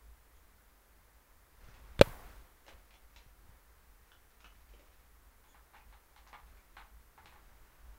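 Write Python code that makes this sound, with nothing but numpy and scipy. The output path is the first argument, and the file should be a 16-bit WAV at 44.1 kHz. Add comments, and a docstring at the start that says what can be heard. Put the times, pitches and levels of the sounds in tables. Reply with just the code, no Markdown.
"""A tiled kitchen, a hand-held camera a step or two from a cat eating dry food on the floor.
Kibble cracks between its teeth and taps the plastic bowl; the room answers each tick. Up close, the
hand rumbles and rustles on the camera, with two short scraping ticks as it shifts its grip.
Two thin squeaks barely show in the hiss. Once something knocks sharply right at the microphone
and overloads it; the hiss swells and sinks back."""
import sys
import numpy as np
from scipy import signal
from scipy.fft import rfft, irfft
from scipy.io import wavfile
from scipy.ndimage import uniform_filter1d

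SR = 44100
rng = np.random.default_rng(int(sys.argv[2]) if len(sys.argv) > 2 else 0)


def bounce(signal):
    """Save signal as a 16-bit WAV file at the path given by the first command-line argument."""
    frames = np.transpose(np.atleast_2d(signal))
    limited = np.clip(frames, -1, 1)
    pcm = np.round(limited * 32767).astype(np.int16)
    wavfile.write(sys.argv[1], SR, pcm)


N = 351962
TIME = np.arange(N) / SR


def amp(db):
    """Decibels to gain."""
    return 10 ** (np.asarray(db) / 20)


def read(table, hz):
    """Interpolates a table on a log-frequency axis."""
    table_hz, value = np.transpose(table)
    return np.interp(np.log(hz + 1), np.log(table_hz + 1), value)


def add(mix, start_s, sound):
    """Mixes a sound in at its start time."""
    part = mix[max(round(start_s * SR), 0):][:len(sound)]
    part += sound[:len(part)]


def noise(colour):
    """Steady noise of one colour, rms 1."""
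    hz = np.fft.rfftfreq(N, 1 / SR)
    x = irfft(rfft(rng.standard_normal(N)) * amp(read(colour, hz)), N)
    return x / np.sqrt(np.mean(x ** 2))


def snap(colour, tilt_db=0, size=1024):
    """A click of a given colour, tilted in dB per octave; its envelope peaks at 1."""
    hz = np.fft.rfftfreq(size, 1 / SR)
    db = read(colour, hz) + tilt_db * np.log2(np.clip(hz, 250, 5000) / 1000)
    log_gain = np.log(amp(np.r_[db, db[-2:0:-1]]))
    click = np.fft.ifft(np.exp(np.conj(signal.hilbert(log_gain)))).real  # minimum phase: a sudden start
    return click / abs(signal.hilbert(click)).max()


def mode(hz, cycles, size=1024):
    """One vibration that dies by 60 dB within some cycles."""
    turns = hz * np.arange(size) / SR
    return np.sin(2 * np.pi * turns) * np.exp(-np.log(1000) * turns / cycles)


def push(t, hz, decay_s):
    """A shove of pressure with a small rebound."""
    return -np.sin(2 * np.pi * hz * t) * np.exp(-t / decay_s)


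def since_loud(x, threshold=0.25):
    """Seconds since the microphone last came near overload."""
    return TIME - np.maximum.accumulate(np.where(abs(x) > threshold, TIME, -np.inf))


# background hiss: (frequency [Hz], level [dB])
HISS_COLOUR = [(30, -23.5), (110, -6.5), (250, -5.5), (450, -2.5), (630, -5), (1000, -2.5), (1500, -4),
               (2000, -6), (2700, -13), (4200, -15.5), (8000, -16), (15500, -11.5)]
def hiss(mic, rest_db=-67, swell_db=19, sink_s=0.18):
    """The steady background is held down; a loud sound lets it up, and it sinks back."""
    return amp(rest_db + swell_db * np.exp(-since_loud(mic) / sink_s)) * noise(HISS_COLOUR)


def tremor(level_db=-62, wander_db=3, steps_per_s=8):
    """The hand at rest is never quite still: its level wanders at random."""
    wander = np.interp(TIME * steps_per_s, np.arange(256), rng.standard_normal(256))
    return amp(level_db + wander_db * wander)


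# the hand shifts its grip: (time [s], length [s], level [dB])
GRIP_SHIFTS = [(1.514, 0.8, -54.5), (2.024, 0.36, -57.5), (2.633, 0.11, -56.5), (3.358, .14, -58.5),
               (6.421, .15, -60), (7.144, .8, -59.5)]
# handling noise, deep rumble and lighter rustle: (frequency [Hz], level [dB])
RUMBLE_COLOUR = [(8, -5), (20, -4.5), (35, -6.5), (52, 2.5), (66, -8), (85, -15.5), (130, -24.5),
                 (250, -29), (600, -51)]
RUSTLE_COLOUR = [(60, 5), (200, -7), (500, -6.5), (1400, -5), (3000, -16), (6000, -24), (10000, -30.5)]
def handling(rumble_db=-1, rustle_db=-10, attack_s=0.13, release_s=0.098):
    """The hand rumbles on the camera throughout; each shift of grip adds rumble and rustle."""
    grip = np.zeros(N)
    for s, length_s, db in GRIP_SHIFTS:
        build_up = np.clip((TIME - s) / attack_s, 0, 1)
        let_go = np.exp(-np.maximum(TIME - s - length_s, 0) / release_s)
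        grip += amp(db) * build_up * let_go
    rumble = amp(rumble_db) * np.hypot(tremor(), grip) * noise(RUMBLE_COLOUR)
    return rumble + amp(rustle_db) * grip * noise(RUSTLE_COLOUR)


# faint thin squeaks: (time [s], length [s], pitch [Hz], level [dB])
SQUEAKS = [(0.337, 0.081, 3310, -79), (5.472, 0.082, 3410, -73.5)]
def squeaks(fall=0.03, waver=0.34, octave_db=1):
    """Two wavering partials, an octave apart, slide down a little."""
    out = np.zeros(N)
    for s, length_s, hz, db in SQUEAKS:
        sweep = np.linspace(-1, 1, int(length_s * SR))
        jitter = uniform_filter1d(rng.standard_normal(SR), size=60)[:len(sweep)]
        phase = 2 * np.pi * np.cumsum(hz * (1 - fall * sweep / 2 + waver * jitter)) / SR
        tone = np.sin(phase) + amp(octave_db) * np.sin(2 * phase)
        add(out, s, amp(db) * (1 - sweep ** 2) * tone)
    return out


# a dry, crisp click: (frequency [Hz], level [dB])
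CRISP_COLOUR = [(200, -22), (800, -11), (1500, 1.5), (2500, 2.5), (4200, -3.5), (6500, -5.5), (8500, -18.5),
                (15000, -32.5)]
def crackle(level_db=-67, per_s=40, spread_db=3, reach_s=0.17):
    """Tiny stray clicks gather around the grip scrapes and the bites."""
    busy = sum(np.exp(-((TIME - s) / reach_s) ** 2) for s, *_ in SCRAPES_AND_BITES)
    hits = rng.random(N) < np.minimum(busy, 1) * per_s / SR
    sizes = amp(level_db + spread_db * np.minimum(rng.exponential(1, N), 3))
    ticks = signal.oaconvolve(hits * sizes, snap(CRISP_COLOUR))[:N]
    return ticks + 2 * near_walls(ticks)[:N]


def near_walls(x, spread_s=0.01, count=120):
    """Floor, cupboard and walls throw a cluster of early reflections back to the microphone."""
    response = np.zeros(SR)
    delays_s = np.minimum(rng.gamma(2, 1, count) * spread_s + 0.001, 0.5)
    response[(delays_s * SR).astype(int)] = rng.choice([-1, 1], count) / np.sqrt(count)
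    return signal.fftconvolve(x, response)


# the tiled room dying away: (frequency [Hz], time to fall 60 dB [s])
KITCHEN_DECAY = [(100, 0.5), (500, 0.46), (1200, 0.32), (3000, 0.22), (7000, 0.12), (15000, 0.54)]
def kitchen_echo(x, rise_s, decay_speed=1):
    """The room's dense tail builds up, then each band dies at its own rate."""
    hz, t, bands = signal.stft(rng.standard_normal(SR), SR, nperseg=256)
    bands *= amp(-60 * decay_speed * t / read(KITCHEN_DECAY, hz)[:, None])
    tail = signal.istft(bands, SR, nperseg=256)[1][:SR]
    tail *= 1 - np.exp(-TIME[:SR] / rise_s)
    return signal.fftconvolve(x, tail / np.linalg.norm(tail))[:N]


def add_tick(mix, start_s, tick, early_db):
    """Each tick gets reflections of its own, as its source keeps moving."""
    add(mix, start_s, tick)
    add(mix, start_s, amp(early_db) * near_walls(tick))


def grit(decay_s=0.00696, per_s=700, strength=0.72, size=4096):
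    """One impulse followed by a dying shower of smaller ones."""
    t = TIME[:size]
    shower = rng.choice([-1, 1], size) * (rng.random(size) < per_s / SR)
    return (t == 0) + strength * shower * np.exp(-t / decay_s)


# the hollow under a tick, by name: (resonance [Hz], level over the tick's ring [dB])
HOLLOWS = {"shut mouth": (550, 0), "open mouth": (1480, 2), "bowl": (930, -4.5)}
# Two short scrapes as the hand shifts its grip on the camera (the first two rows, whose hollow name
# only picks a resonance), then kibble breaking in the mouth or bowl:
# (time [s], level [dB], ring pitch [Hz], click boost [dB], hollow [name])
SCRAPES_AND_BITES = [(1.643, -55.5, 2440, 3, "open mouth"), (1.686, -48.5, 2350, -3.5, "open mouth"),
                     (1.742, -50, 2320, -0.5, "bowl"), (2.666, -51.5, 3086, 3.5, "shut mouth"),
                     (2.682, -46, 2890, -2, "shut mouth"), (2.908, -50.5, 2310, -3, "bowl"),
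                     (2.9405, -50.5, 3596, -1, "bowl"), (3.162, -46.5, 4033, 1, "bowl"),
                     (3.171, -51.5, 2600, 2, "bowl"), (4.118, -50, 3220, -12, "open mouth"),
                     (4.405, -51, 2930, 0.5, "open mouth"), (4.444, -42.5, 2800, -6, "open mouth"),
                     (4.7376, -49, 2800, -8, "shut mouth"), (4.7953, -52, 2476, -2, "shut mouth"),
                     (5.766, -47, 2330, -10, "bowl"), (6.275, -49, 2950, 1.5, "bowl"),
                     (6.573, -52, 2230, -6, "bowl"), (6.771, -49, 2870, -13, "bowl"),
                     (7.258, -44.5, 2360, -8, "bowl")]
def scrapes_and_bites(ring_db=-6, click_db=1, spread=0.068):
    """The grip scrapes, then kibble splinters: gritty ticks ring at two close pitches over a hollow."""
    out = np.zeros(N)
    for s, db, ring_hz, boost_db, hollow_name in SCRAPES_AND_BITES:
        ring = mode(ring_hz * (1 - spread), cycles=15.4) - mode(ring_hz * (1 + spread), cycles=23)
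        hollow_hz, hollow_db = HOLLOWS[hollow_name]
        hollow = amp(hollow_db) * mode(hollow_hz, cycles=12)
        click = amp(click_db + boost_db) * snap(CRISP_COLOUR)
        grain = amp(ring_db) * (ring + hollow) + click
        add_tick(out, s, amp(db) * signal.fftconvolve(grit(), grain), early_db=2)
    return out


# the hand bumps the camera: (time [s], level [dB])
HAND_BUMPS = [(1.688, -43), (1.995, -43), (2.034, -29), (2.073, -25.5), (2.092, -30.5), (3.262, -50),
              (3.492, -48.5)]
def bumps():
    """Each soft bump reaches the microphone as a low thud."""
    out = np.zeros(N)
    for s, db in HAND_BUMPS:
        add(out, s, amp(db) * push(TIME[:SR // 2], hz=110.17, decay_s=0.0044))
    return out


# the camera case ringing: (frequency [Hz], level [dB], time to fall 60 dB [s])
CASE_MODES = [(360, -15, 0.0098), (552, 1.5, .03), (829.4, -10, .02), (1283, -13, 0.021), (1550, -10, .014),
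              (2396, -17, .035), (2600, -20.5, 0.02), (2860, -28, .03), (3310, -24.5, 0.046),
              (3560, -26, 0.031), (4170, -27, .03), (4543, -28, .03), (5900, -36.5, .04),
              (7480, -38, 0.071)]
# the crack of a contact: (frequency [Hz], level [dB])
CRACK_COLOUR = [(100, -15.5), (1000, 0), (2500, -1.5), (4200, 0), (5500, -15.5), (8000, -18),
                (13000, -21.5), (16000, -25)]
# contacts right at the microphone: (time [s], ring [dB], crack [dB], push [dB])
CONTACTS = [(1.9915, -56, -40.5, -53), (1.9932, -37.5, -27, -21.5), (2.0125, -2, -13, -9.5),
            (2.0142, -25.5, -14, -26), (2.0171, -22.5, -12.5, -33.5), (2.0215, -29.5, -22.5, -37)]
def knock(crack_s=0.0014, choke_s=0.015):
    """One knock of several quick contacts: each cracks, shoves and rings the case."""
    out, t = np.zeros(N), TIME[:SR // 8]
    ring = sum(amp(db - 60 * t / t60) * np.sin(2 * np.pi * hz * t) for hz, db, t60 in CASE_MODES)
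    ring /= 1 + (t / choke_s) ** 4  # the grip chokes the ring
    shove = push(t, hz=88, decay_s=0.0048)
    for s, ring_db, crack_db, push_db in CONTACTS:
        burst = rng.standard_normal(len(t)) * np.exp(-t / crack_s)
        crack = signal.fftconvolve(burst, snap(CRACK_COLOUR))[:len(t)]
        crack /= 2 * np.sqrt(np.sum(crack ** 2) / (crack_s * SR))
        add(out, s, amp(ring_db) * ring + amp(crack_db) * crack + amp(push_db) * shove)
    return out


def sway(level_db=-29, hz=28, decay_s=0.06):
    """The knock leaves the camera swaying."""
    out, t = np.zeros(N), TIME[:SR // 2]
    add(out, CONTACTS[0][0], amp(level_db) * np.sin(2 * np.pi * hz * t) * np.exp(-t / decay_s))
    return out


# the knock as the walls return it: (frequency [Hz], level [dB])
KNOCK_ECHO_COLOUR = [(60, 1), (250, -11), (500, -7), (800, 0), (1400, -1), (2200, -5), (3500, -11.5),
                     (6000, -16.5), (15000, -29)]
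def knock_echo(early_db=-24, tail_db=-1):
    """The knock is so close to the microphone that the room's answer stays far below it."""
    cracks = np.zeros(N)
    for s, _, crack_db, _ in CONTACTS:
        add(cracks, s, amp([crack_db]))
    early = near_walls(signal.oaconvolve(cracks, snap(CRACK_COLOUR)))[:N]
    hardest = cracks * (cracks == cracks.max())  # only the hardest contact fills the room
    returned = signal.oaconvolve(hardest, snap(KNOCK_ECHO_COLOUR))
    tail = kitchen_echo(returned, rise_s=0.1, decay_speed=0.77)
    return amp(early_db) * early + amp(tail_db) * tail


def gain_control(mic, duck_db=9, attack_s=0.02, recover_s=0.21):
    """An overload pulls the camera's gain down just too late for itself; the echo then comes back up."""
    wanted_db = duck_db * np.maximum(1 - since_loud(mic) / recover_s, 0)
    lag = np.exp(-1 / (attack_s * SR))
    return amp(-signal.lfilter([1 - lag], [1, -lag], wanted_db))


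# a tock on the plastic bowl: (frequency [Hz], level [dB])
BOWL_COLOUR = [(100, -34), (450, -26), (680, -19), (830, -4), (1100, -2.5), (1600, -1.5), (2200, -3),
               (2700, -8), (4200, -8.5), (4700, -20), (8000, -23), (15000, -34)]
# the bowl's wall ringing: (frequency [Hz], level [dB], time to fall 60 dB [cycles])
BOWL_MODES = [(832, -0.5, 26), (964, -2, 16), (1125, -1.5, 23), (1530, -6.5, 31), (2143, -16, 30),
              (2800, -12, 44), (4040, -20, 40)]
# kibble pushed against the bowl: (time [s], level [dB], brightness [dB per octave])
BOWL_TAPS = [(2.681, -46.5, 2.5), (5.44, -58.5, 0), (5.545, -51.5, -7), (5.736, -52.5, -8),
             (5.744, -48.5, -3.5), (5.926, -51, -2.5), (6.163, -49.5, 3), (6.267, -51.5, -5.5),
             (6.33, -40.5, -5), (6.768, -41, -3.2), (6.793, -49, -5), (7.178, -48, -8), (7.258, -48, 3),
             (7.324, -53, -2), (7.358, -55, -6)]
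def bowl_taps(gain_db=1, ring_db=-4):
    """Short dull tocks from down on the floor: the plastic wall is struck and swings briefly."""
    out = np.zeros(N)
    ring = sum((-1) ** k * amp(db) * mode(hz, cycles, size=2048)
               for k, (hz, db, cycles) in enumerate(BOWL_MODES))
    for s, db, tilt_db in BOWL_TAPS:
        add_tick(out, s, amp(db) * snap(BOWL_COLOUR, tilt_db), early_db=7.5)
        add_tick(out, s, amp(db + ring_db) * ring, early_db=-1.5)
    return amp(gain_db) * out


def scene(tick_echo_db=-7):
    """At the one microphone: the cat a step or two off, the room around, knock and hand up close."""
    ticks = scrapes_and_bites() + bowl_taps() + crackle()
    room = knock_echo() + amp(tick_echo_db) * kitchen_echo(ticks, rise_s=0.018)
    camera = knock() + sway() + handling() + bumps()
    return (ticks + room + camera + squeaks())[None]


def record(dry, ceiling=0.73, band_edge_hz=15800):
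    """In the camera: gain control, background hiss, microphone overload and the band limit."""
    mic = dry[0]
    x = mic * gain_control(mic) + hiss(mic)
    clipped = x / (1 + (x / ceiling) ** 6) ** (1 / 6)
    lowpass = signal.firwin(511, band_edge_hz, window=("kaiser", 9), fs=SR)
    return signal.oaconvolve(clipped, lowpass, "same")[None]


dry = scene()
out = record(dry)
bounce(out)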